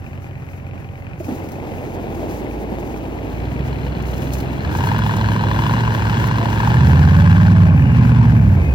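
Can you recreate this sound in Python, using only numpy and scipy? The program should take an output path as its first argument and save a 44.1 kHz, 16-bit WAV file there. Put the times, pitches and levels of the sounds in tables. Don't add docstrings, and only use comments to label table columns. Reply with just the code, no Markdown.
import sys
import numpy as np
from scipy import signal
from scipy.fft import rfft, irfft, next_fast_len
from scipy.io import wavfile
from scipy.ndimage import uniform_filter1d

SR = 44100
rng = np.random.default_rng(int(sys.argv[2]) if len(sys.argv) > 2 else 0)


def unload_audio(sound):
    columns = np.transpose(np.atleast_2d(sound))
    steps = np.round(np.clip(columns, -1, 1) * 32767)
    wavfile.write(sys.argv[1], SR, steps.astype(np.int16))


N = 385434


def undb(db):
    return np.exp(np.asarray(db) * (np.log(10) / 20))


def curves(table):
    s, *columns = np.transpose(table)
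    return [np.interp(np.arange(N) / SR, s, c) for c in columns]


def ramp(start, length):
    return np.clip((np.arange(N) / SR - start) / length, 0, 1)


def summed(*dbs):
    return np.sqrt(sum(undb(db) ** 2 for db in dbs))


def unit(x):
    return x / np.sqrt(np.mean(x ** 2))


def shape(hz, points):
    f, db = np.transpose(points)
    return undb(np.interp(np.log(hz + 1), np.log(f), db))


def colour(x, points):
    size = next_fast_len(N)
    f = np.arange(size // 2 + 1) * SR / size
    return irfft(rfft(x, size) * shape(f, points), size)[:N]


def ring(x, hz, width_hz):
    return signal.lfilter(*signal.iirpeak(hz, hz / width_hz, SR), x + 1e-18)


def walk(rate):
    at = np.arange(N) * (rate / SR)
    knots = np.arange(int(at[-1]) + 2)
    return 1.14 * np.interp(at, knots, rng.standard_normal(len(knots)))


PORT_LAG_S = 0.00023


def place(make, side, spread):
    direct, lag = make(), int(PORT_LAG_S * SR)
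    late = np.concatenate([np.zeros(lag), direct[:N - lag]])
    pair = np.array([late, direct] if side > 0 else [direct, late])
    if spread:
        pair = pair + spread * np.array([make(), make()])
    return pair / np.sqrt(1 + spread ** 2)


def strike(pulses, firing, modes, scatter_db, detune):
    first = firing[0]
    draws = rng.standard_normal(size=(firing[-1] - first + 1, len(modes), 3))
    chance = draws.transpose(1, 2, 0)[:, :, firing - first]
    out = 0
    for (size, sign, pitch), (f, w, db) in zip(chance, modes):
        blows = pulses * undb(db + scatter_db * size) * np.sign(sign) / np.sqrt(w)
        pitch_step = np.clip(np.round(pitch), -1, 1)
        for step in (-1, 0, 1):
            hz = f * (1 + detune * step)
            rung = blows * (pitch_step == step)
            for _ in range(3):
                rung = ring(rung, hz, w)
            out = out + rung
    return unit(out)


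# (time [s], firing rate [Hz], exhaust level [dB], clatter level [dB])
TRACTOR = [(0, 44.75, -31, -34.5), (1.45, 45.1, -32, -34.5), (1.7, 43.7, -32, -33.5),
           (3.15, 44.5, -34, -34), (3.6, 67.3, -25, -29), (4.12, 62.7, -24.5, -29), (4.6, 66, -25, -29),
           (5.1, 63, -30, -30), (6.4, 63, -28, -30.5), (8.0, 64.65, -21, -24.5), (8.74, 63.73, -20, -29.5)]
# (multiple of the cycle [-], level idling [dB], level pulling [dB])
TRACTOR_ORDERS = [(8, -17, 0.5), (11, -13, -6.5), (13, -12, -6.5), (16, -1.9, -3), (17, -10.5, -13.5),
                  (19, -16, -5.5), (21, -7.5, -17.5), (24, -5, -11), (27, -12, -22), (29, -16.5, -16),
                  (32, -20, -12.5)]
# (frequency [Hz], relative density [dB per Hz])
CLATTER = [(30, -43.5), (75, -14), (110, -13), (183, -16), (450, -26.5), (800, -28.5), (1190, -35),
           (2600, -37.5), (3500, -52), (8000, -65.5), (15500, -81.5)]
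# (frequency [Hz], width of each resonance pass [Hz], relative level [dB])
INJECTOR_MODES = [(2285, 400, 7), (2775, 490, -4), (4090, 530, -16)]
# (frequency [Hz], mean level [dB])
WHINE = [(274.5, -48), (560, -51.5), (786, -49.5)]
FIRST_FIRING = 8.15
EXHAUST_LAG = 0.55
QUIET_CYLINDER_DB = -9
INJECTOR_DB = -15.5


def tractor():
    hz, exhaust_db, clatter_db = curves(TRACTOR)
    t = np.arange(N) / SR
    firings = FIRST_FIRING + np.cumsum(hz) / SR
    firing = firings.astype(int)
    pull = np.clip((hz - 46) / 16, 0, 1)

    tone = 0
    for k, idle_db, pull_db in TRACTOR_ORDERS:
        gain = undb(idle_db + (pull_db - idle_db) * pull + 1.3 * walk(6))
        offset = (.5 + 1.52 * pull) * (k % 3)
        tone = tone + gain * np.cos(2 * np.pi * k * (firings - EXHAUST_LAG) / 8 + offset)

    firing_gain = undb(1.24 * rng.standard_normal(1000)[firing])
    knock = firing_gain * (.5 + np.exp(-(firings % 1) / 1.0))

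    def clatter():
        return unit(colour(knock * rng.standard_normal(N), CLATTER))

    loud = firing % 8 % 3 == 0
    pulses = np.diff(firing, prepend=firing[0]) * undb(QUIET_CYLINDER_DB * ~loud)
    ticks = strike(pulses, firing, INJECTOR_MODES, 2.0, 0.076) * undb(clatter_db + INJECTOR_DB - 5 * pull)
    ticks = ticks + 0.95 * pull * ring(ticks, 3100, 1200)

    whine = sum(undb(db + 1.5 * walk(9)) * np.sin(2 * np.pi * f * t) for f, db in WHINE)
    whine = whine * (1 - pull)
    direct = place(lambda: tone * undb(exhaust_db) + whine + ticks, -1, 0)
    return direct + place(clatter, -1, 0.93) * undb(clatter_db)


# (time [s], four-stroke cycles a second [Hz])
CYCLE = [(0, 4.07), (1.6, 4.04), (2.33, 6.86), (3.29, 7.2), (4.4, 7.5), (4.63, 8.71), (4.93, 13.65),
         (5.58, 13.07), (5.8, 14.5), (6.06, 13.24), (6.22, 14.19), (6.59, 13.51), (6.75, 15.2),
         (7.49, 20.09), (7.67, 19.13), (7.94, 15.1), (8.35, 14.52), (8.74, 8.48)]
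# (start [s], length [s], change [-])
LOAD_STEPS = [(4.502, 0.44, 0.41), (6.562, 0.42, 0.56), (7.65, 0.32, -0.512), (8.446, 0.51, -0.14)]
LIGHT_LOAD = 0.053
STRONG_FIRING_S = 5.286


def pickup_engine():
    hz, = curves(CYCLE)
    changes = sum(change * ramp(s, length) for s, length, change in LOAD_STEPS)
    load = np.clip(LIGHT_LOAD + changes, 0, 1)
    cycles = np.cumsum(hz) / SR
    return hz, cycles - cycles[int(STRONG_FIRING_S * SR)], load


# (multiple of the cycle [-], level working [dB], level straining [dB])
EXHAUST_ORDERS = [(4, -28, -11), (5, -10.5, 0.8), (6, -10.5, -7.5), (7, -10.5, -10), (8, 1, -5.5),
                  (9, -13, -2), (10, -8.5, -17.5), (11, -6, -13), (13, -11.5, -20), (14, -12.5, -34),
                  (15, -18.5, -36), (16, -9.5, -23), (17, -19, -33), (19, -27.5, -45)]
# (time [s], level [dB])
EXHAUST = [(1.5, -49), (2.2, -32.5), (3.2, -30), (3.6, -32), (4.45, -33), (4.85, -17), (6.55, -18),
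           (6.85, -9), (8.5, -10), (8.74, -16.5)]
LIGHT_LOSS_DB = -9


def pickup_drone(cycles, load):
    light = np.maximum(1 - 2 * load, 0)
    strain = np.maximum(2 * load - 1, 0)
    tone = 0
    for k, working_db, strain_db in EXHAUST_ORDERS:
        db = working_db + (k != 8) * LIGHT_LOSS_DB * light + strain * (strain_db - working_db)
        tone = tone + undb(db + 1.0 * walk(7)) * np.cos(2 * np.pi * k * cycles + .6 * k * k)
    turbulence_colour = [(25, -7.0), (70, -3.0), (130, 7.5), (250, 2.5), (500, -44.0), (1000, -75.0)]
    turbulence = unit(colour(rng.standard_normal(N), turbulence_colour))
    drone = (tone + undb(-13.0) * turbulence) * undb(curves(EXHAUST)[0])
    return place(lambda: drone, 1, 0)


# (frequency [Hz], relative density [dB per Hz])
RUSTLE_COLOUR = [(2000, -14), (4000, -4.5), (6500, 0.5), (8900, -13), (10700, -2.5), (13000, -5.5),
                 (15700, 0)]
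# (start [s], length before the decay [s], mean level [dB])
SCRAPES = [(1.185, 0.17, -53), (2.1, 0.17, -55), (4.037, 0.14, -41.5), (4.308, 0.029, -43),
           (4.7, 0.056, -52)]
# (time [s], envelope peak level [dB])
TICKS = [(1.4879, -41), (1.518, -39), (4.0231, -38), (4.335, -27.5), (4.3832, -39), (4.4033, -36),
         (4.7695, -37), (4.983, -33), (5.1651, -32)]
SCRAPE_RISE_S, SCRAPE_T60_S, CRUNCH_DB = 0.026, 0.56, 3.5
HISS_DB, HISS_SNOW_DB, HISS_RASP_DB = -59, -26.5, -20
TICK_T60_S = 0.044


def rustle(rasp_db):
    t = np.arange(N) / SR
    rolling = ramp(ROLL_START_S, ROLL_RISE_S)
    swell = summed(HISS_DB, rasp_db + HISS_RASP_DB)
    swell = swell + rolling * undb(curves(SNOW)[0] + HISS_SNOW_DB)
    for s, length, db in SCRAPES:
        decay_db = 60 * np.maximum(t - s - length, 0) / SCRAPE_T60_S
        swell = swell + ramp(s, SCRAPE_RISE_S) * undb(db + CRUNCH_DB * walk(160) - decay_db)
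    swell = swell * undb(2.5 * walk(40))
    for s, db in TICKS:
        swell = swell + (t >= s) * undb(db - 60 * np.abs(t - s) / TICK_T60_S)
    return place(lambda: unit(colour(rng.standard_normal(N), RUSTLE_COLOUR)), 1, 1.0) * swell


# (time [s], level before spray and patchiness [dB])
SNOW = [(1.4, -32), (2.24, -26), (3.0, -28), (3.6, -30.5), (5.2, -28.5), (6.9, -27.5), (7.5, -42),
        (8.3, -34), (8.6, -28.5)]
# (frequency [Hz], relative level [dB])
SNOW_COLOUR = [(110, -20.5), (200, -0.5), (300, 3.5), (500, -3.5), (850, -6.5), (1250, -22.5),
               (2500, -23.5), (6000, -45), (9000, -50)]
# (time [s], approximate envelope peak [dB], thud frequency [Hz])
LUMPS = [(1.2, -21, 348), (1.203, -23.5, 640), (1.283, -18, 270), (1.318, -16.5, 241), (1.3, -19.5, 310),
         (1.827, -27, 330), (1.873, -21.5, 422), (2.226, -20.5, 640), (2.342, -28, 607), (2.718, -18, 202)]
ROLL_START_S, ROLL_RISE_S = 1.2, 0.09
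SPRAY_DB, SPRAY_T60_S = -8.5, 0.25


def snow():
    def churn():
        strength = undb(3.05 * np.minimum(rng.exponential(size=N), 3.5))
        grains = (rng.random(N) < 900 / SR) * strength * rng.standard_normal(N)
        return unit(colour(unit(grains) + 1.07 * rng.standard_normal(N), SNOW_COLOUR))

    lump_table = np.array(LUMPS)
    since = np.arange(N) / SR - lump_table[:, :1]
    spray_db = lump_table[:, 1:2] + SPRAY_DB - 60 * since / SPRAY_T60_S
    spray_db = np.where(since > 0, spray_db, -np.inf)
    patchy = summed(curves(SNOW)[0], *spray_db) * undb(0.88 * walk(25)) * ramp(ROLL_START_S, ROLL_RISE_S)

    lumps = np.zeros(N)
    t = np.arange(int(.06 * SR)) / SR
    envelope = t / 0.0051 * np.exp(1 - t / 0.0047)
    for s, db, hz in LUMPS:
        lumps[int(s * SR):][:len(t)] += undb(db) * envelope * np.sin(2 * np.pi * hz * t)
    return place(churn, -1, 0.65) * patchy + place(lambda: lumps, -1, 0)


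RASP_LIGHT_DB, RASP_WORKING_DB = -47, -26.5
RATTLE_LIGHT_DB, RATTLE_WORKING_DB = -47, -37.5
BARK_DB_PER_HZ_S = 0.3074
COAST_HZ_S, RASP_COAST_DB, RATTLE_COAST_DB = 14, -1.5, -22
TURNS_AWAY_S, RASP_FADE_DB_S, RATTLE_FADE_DB_S = 6.25, -3, -6.5


def rasp_levels(hz, load):
    change = uniform_filter1d(np.gradient(hz) * SR, size=4001)
    working = np.minimum(2 * load, 1)
    coasting = np.clip(-change / COAST_HZ_S, 0, 1) ** 2
    away_s = np.maximum(np.arange(N) / SR - TURNS_AWAY_S, 0)
    rasp_db = (RASP_LIGHT_DB + (RASP_WORKING_DB - RASP_LIGHT_DB) * working
               + BARK_DB_PER_HZ_S * np.maximum(change, 0)
               + RASP_COAST_DB * coasting + RASP_FADE_DB_S * away_s)
    rattle_db = (RATTLE_LIGHT_DB + (RATTLE_WORKING_DB - RATTLE_LIGHT_DB) * working
                 + RATTLE_COAST_DB * coasting + RATTLE_FADE_DB_S * away_s)
    return rasp_db, rattle_db


LOW_RASP_GONE_S, LOW_RASP_LOSS = 6.63, 0.83


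def thin(x):
    return x - LOW_RASP_LOSS * ramp(LOW_RASP_GONE_S, 0.39) * ring(x, *RASP_MODES[0][:2])


# (frequency [Hz], width of each resonance pass [Hz], relative level [dB])
RASP_MODES = [(946, 265, 3.5), (1625, 330, -4)]
# (frequency [Hz], width of each resonance pass [Hz], relative level [dB])
RATTLE_MODES = [(2900, 210, 2.5), (3390, 320, -1.5), (4090, 370, -3), (4810, 350, -14)]
CYLINDERS_DB = [0, -15, -15, -3.5, -14, -5, -11, -12]
REVVING_DB = [0, -16, -16, 0, -12, -1, 0, -13]
# (frequency [Hz], relative density [dB per Hz])
GAS = [(400, -21), (700, -24.5), (950, 0.5), (1270, -7), (1610, -0.5), (2070, -11.5), (2500, -10),
       (4070, -22), (5000, -21.5), (8800, -33.5), (11000, -68)]
REVS_S = 6.78
LATE_CYLINDER, LATE_SHARE = 3, 0.3
UPPER_EVEN_DB = 4
GAS_DB = -30
GAS_SWELL_S, GAS_SWELL_DB = 5.5, 2
BUZZ_SHARE = 0.76


def pickup_rasp(cycles, rasp_db, rattle_db):
    phase = 8 * cycles % 1
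    firing = np.floor(8 * cycles).astype(int)
    firing = firing - ((firing % 8 == LATE_CYLINDER) & (phase < LATE_SHARE))
    beats = np.diff(firing, prepend=firing[0])
    revving = ramp(REVS_S, 0.41)
    cylinder = firing % 8
    size_db = (1 - revving) * np.array(CYLINDERS_DB)[cylinder] + revving * np.array(REVVING_DB)[cylinder]

    low, upper = RASP_MODES
    low_snaps = strike(beats * undb(size_db), firing, [low], 1.3, 0.054)
    upper_size_db = np.minimum(size_db + UPPER_EVEN_DB, 0)
    upper_snaps = strike(beats * undb(upper_size_db), firing, [upper], 2.2, 0.057)
    snaps = (low_snaps + upper_snaps * undb(upper[2] - low[2])) * undb(rasp_db)

    blows = strike(beats * undb((0.4 + 0.29 * revving) * size_db), firing, RATTLE_MODES, 3.5, 0.036)
    puff = undb((0.43 + 0.065 * revving) * size_db) * (0.28 + np.exp(-phase / 0.42))
    puff = uniform_filter1d(puff, size=181)
    buzz = 0
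    for f, w, db in RATTLE_MODES:
        buzz = buzz + undb(db) * ring(ring(puff * rng.standard_normal(N), f, w), f, w)
    rattle = (blows + BUZZ_SHARE * unit(buzz)) * undb(rattle_db - 3)

    def gas():
        return thin(unit(colour(puff * rng.standard_normal(N), GAS)))

    gas_db = (GAS_DB + GAS_SWELL_DB * ramp(GAS_SWELL_S, 0.27)
              + 0.63 * (rasp_db - RASP_WORKING_DB) + 0.32 * (rattle_db - RATTLE_WORKING_DB))
    both = place(lambda: thin(snaps) + rattle, 1, 0) + place(gas, 1, 1.0) * undb(gas_db)
    return ramp(2.87, 0.97) * both


# (start [s], end [s], start frequency [Hz], end frequency [Hz], relative level [dB])
SQUEALS = [(7.76, 8.05, 2920, 2860, -39), (7.82, 8.0, 2650, 2780, -40), (6.37, 6.5, 670, 750, -26),
           (7.5, 8.4, 2440, 2380, -41), (8.441, 8.683, 275, 331, -33), (8.54, 8.65, 2310, 2300, -37),
           (8.6, 8.71, 2170, 2110, -35), (8.58, 8.8, 2620, 2400, -36)]
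SQUEAL_NOISE_HZ = 90


def squeals():
    t, out = np.arange(N) / SR, 0
    for start, end, hz0, hz1, db in SQUEALS:
        hz = np.interp(t, [start, end], [hz0, hz1]) * (1 + 0.012 * walk(40))
        swell = np.sin(np.pi * np.clip((t - start) / (end - start), 0, 1))
        hoarse = np.tanh(2 * walk(SQUEAL_NOISE_HZ))
        out = out + undb(db) * hoarse * swell * np.sin(2 * np.pi * np.cumsum(hz) / SR)
    return place(lambda: out, 1, 0)


# (multiple of the cycle [-], random values a second [Hz], rise start [s], fall start [s], relative level [dB])
MOANS = [(32.5, 45, 6.65, 7.85, -34.5), (62, 90, 6.5, 6.9, -30), (63, 260, 7.9, 8.22, -31)]
MOAN_SWELL_S = 0.18
MOAN_LAG_S = .08


def moans(cycles):
    late_cycles = np.interp(np.arange(N) - MOAN_LAG_S * SR, np.arange(N), cycles)

    def tones():
        out = 0
        for k, noise_hz, s, end, db in MOANS:
            swell = ramp(s, MOAN_SWELL_S) - ramp(end, MOAN_SWELL_S)
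            out = out + undb(db) * swell * walk(noise_hz) * np.cos(2 * np.pi * k * late_cycles)
        return out
    return place(tones, 1, 0.29)


def scene():
    hz, cycles, load = pickup_engine()
    rasp_db, rattle_db = rasp_levels(hz, load)
    pickup = pickup_drone(cycles, load) + pickup_rasp(cycles, rasp_db, rattle_db) + moans(cycles)
    return tractor() + pickup + rustle(rasp_db) + snow() + squeals()


# (frequency [Hz], level [dB])
LEFT_PORT = [(380, -0.78), (700, 0.4), (1800, 3), (4400, 2), (15000, 1)]
TOP_HZ = 15800


def record(dry):
    right_port = [(f, -db) for f, db in LEFT_PORT]
    ports = np.array([colour(dry[0], LEFT_PORT), colour(dry[1], right_port)])
    rounded = 1.5 * np.tanh(ports / 1.5)
    return signal.sosfilt(signal.ellip(10, .2, 80, TOP_HZ, fs=SR, output="sos"), rounded)


dry = scene()
out = record(dry)
unload_audio(out)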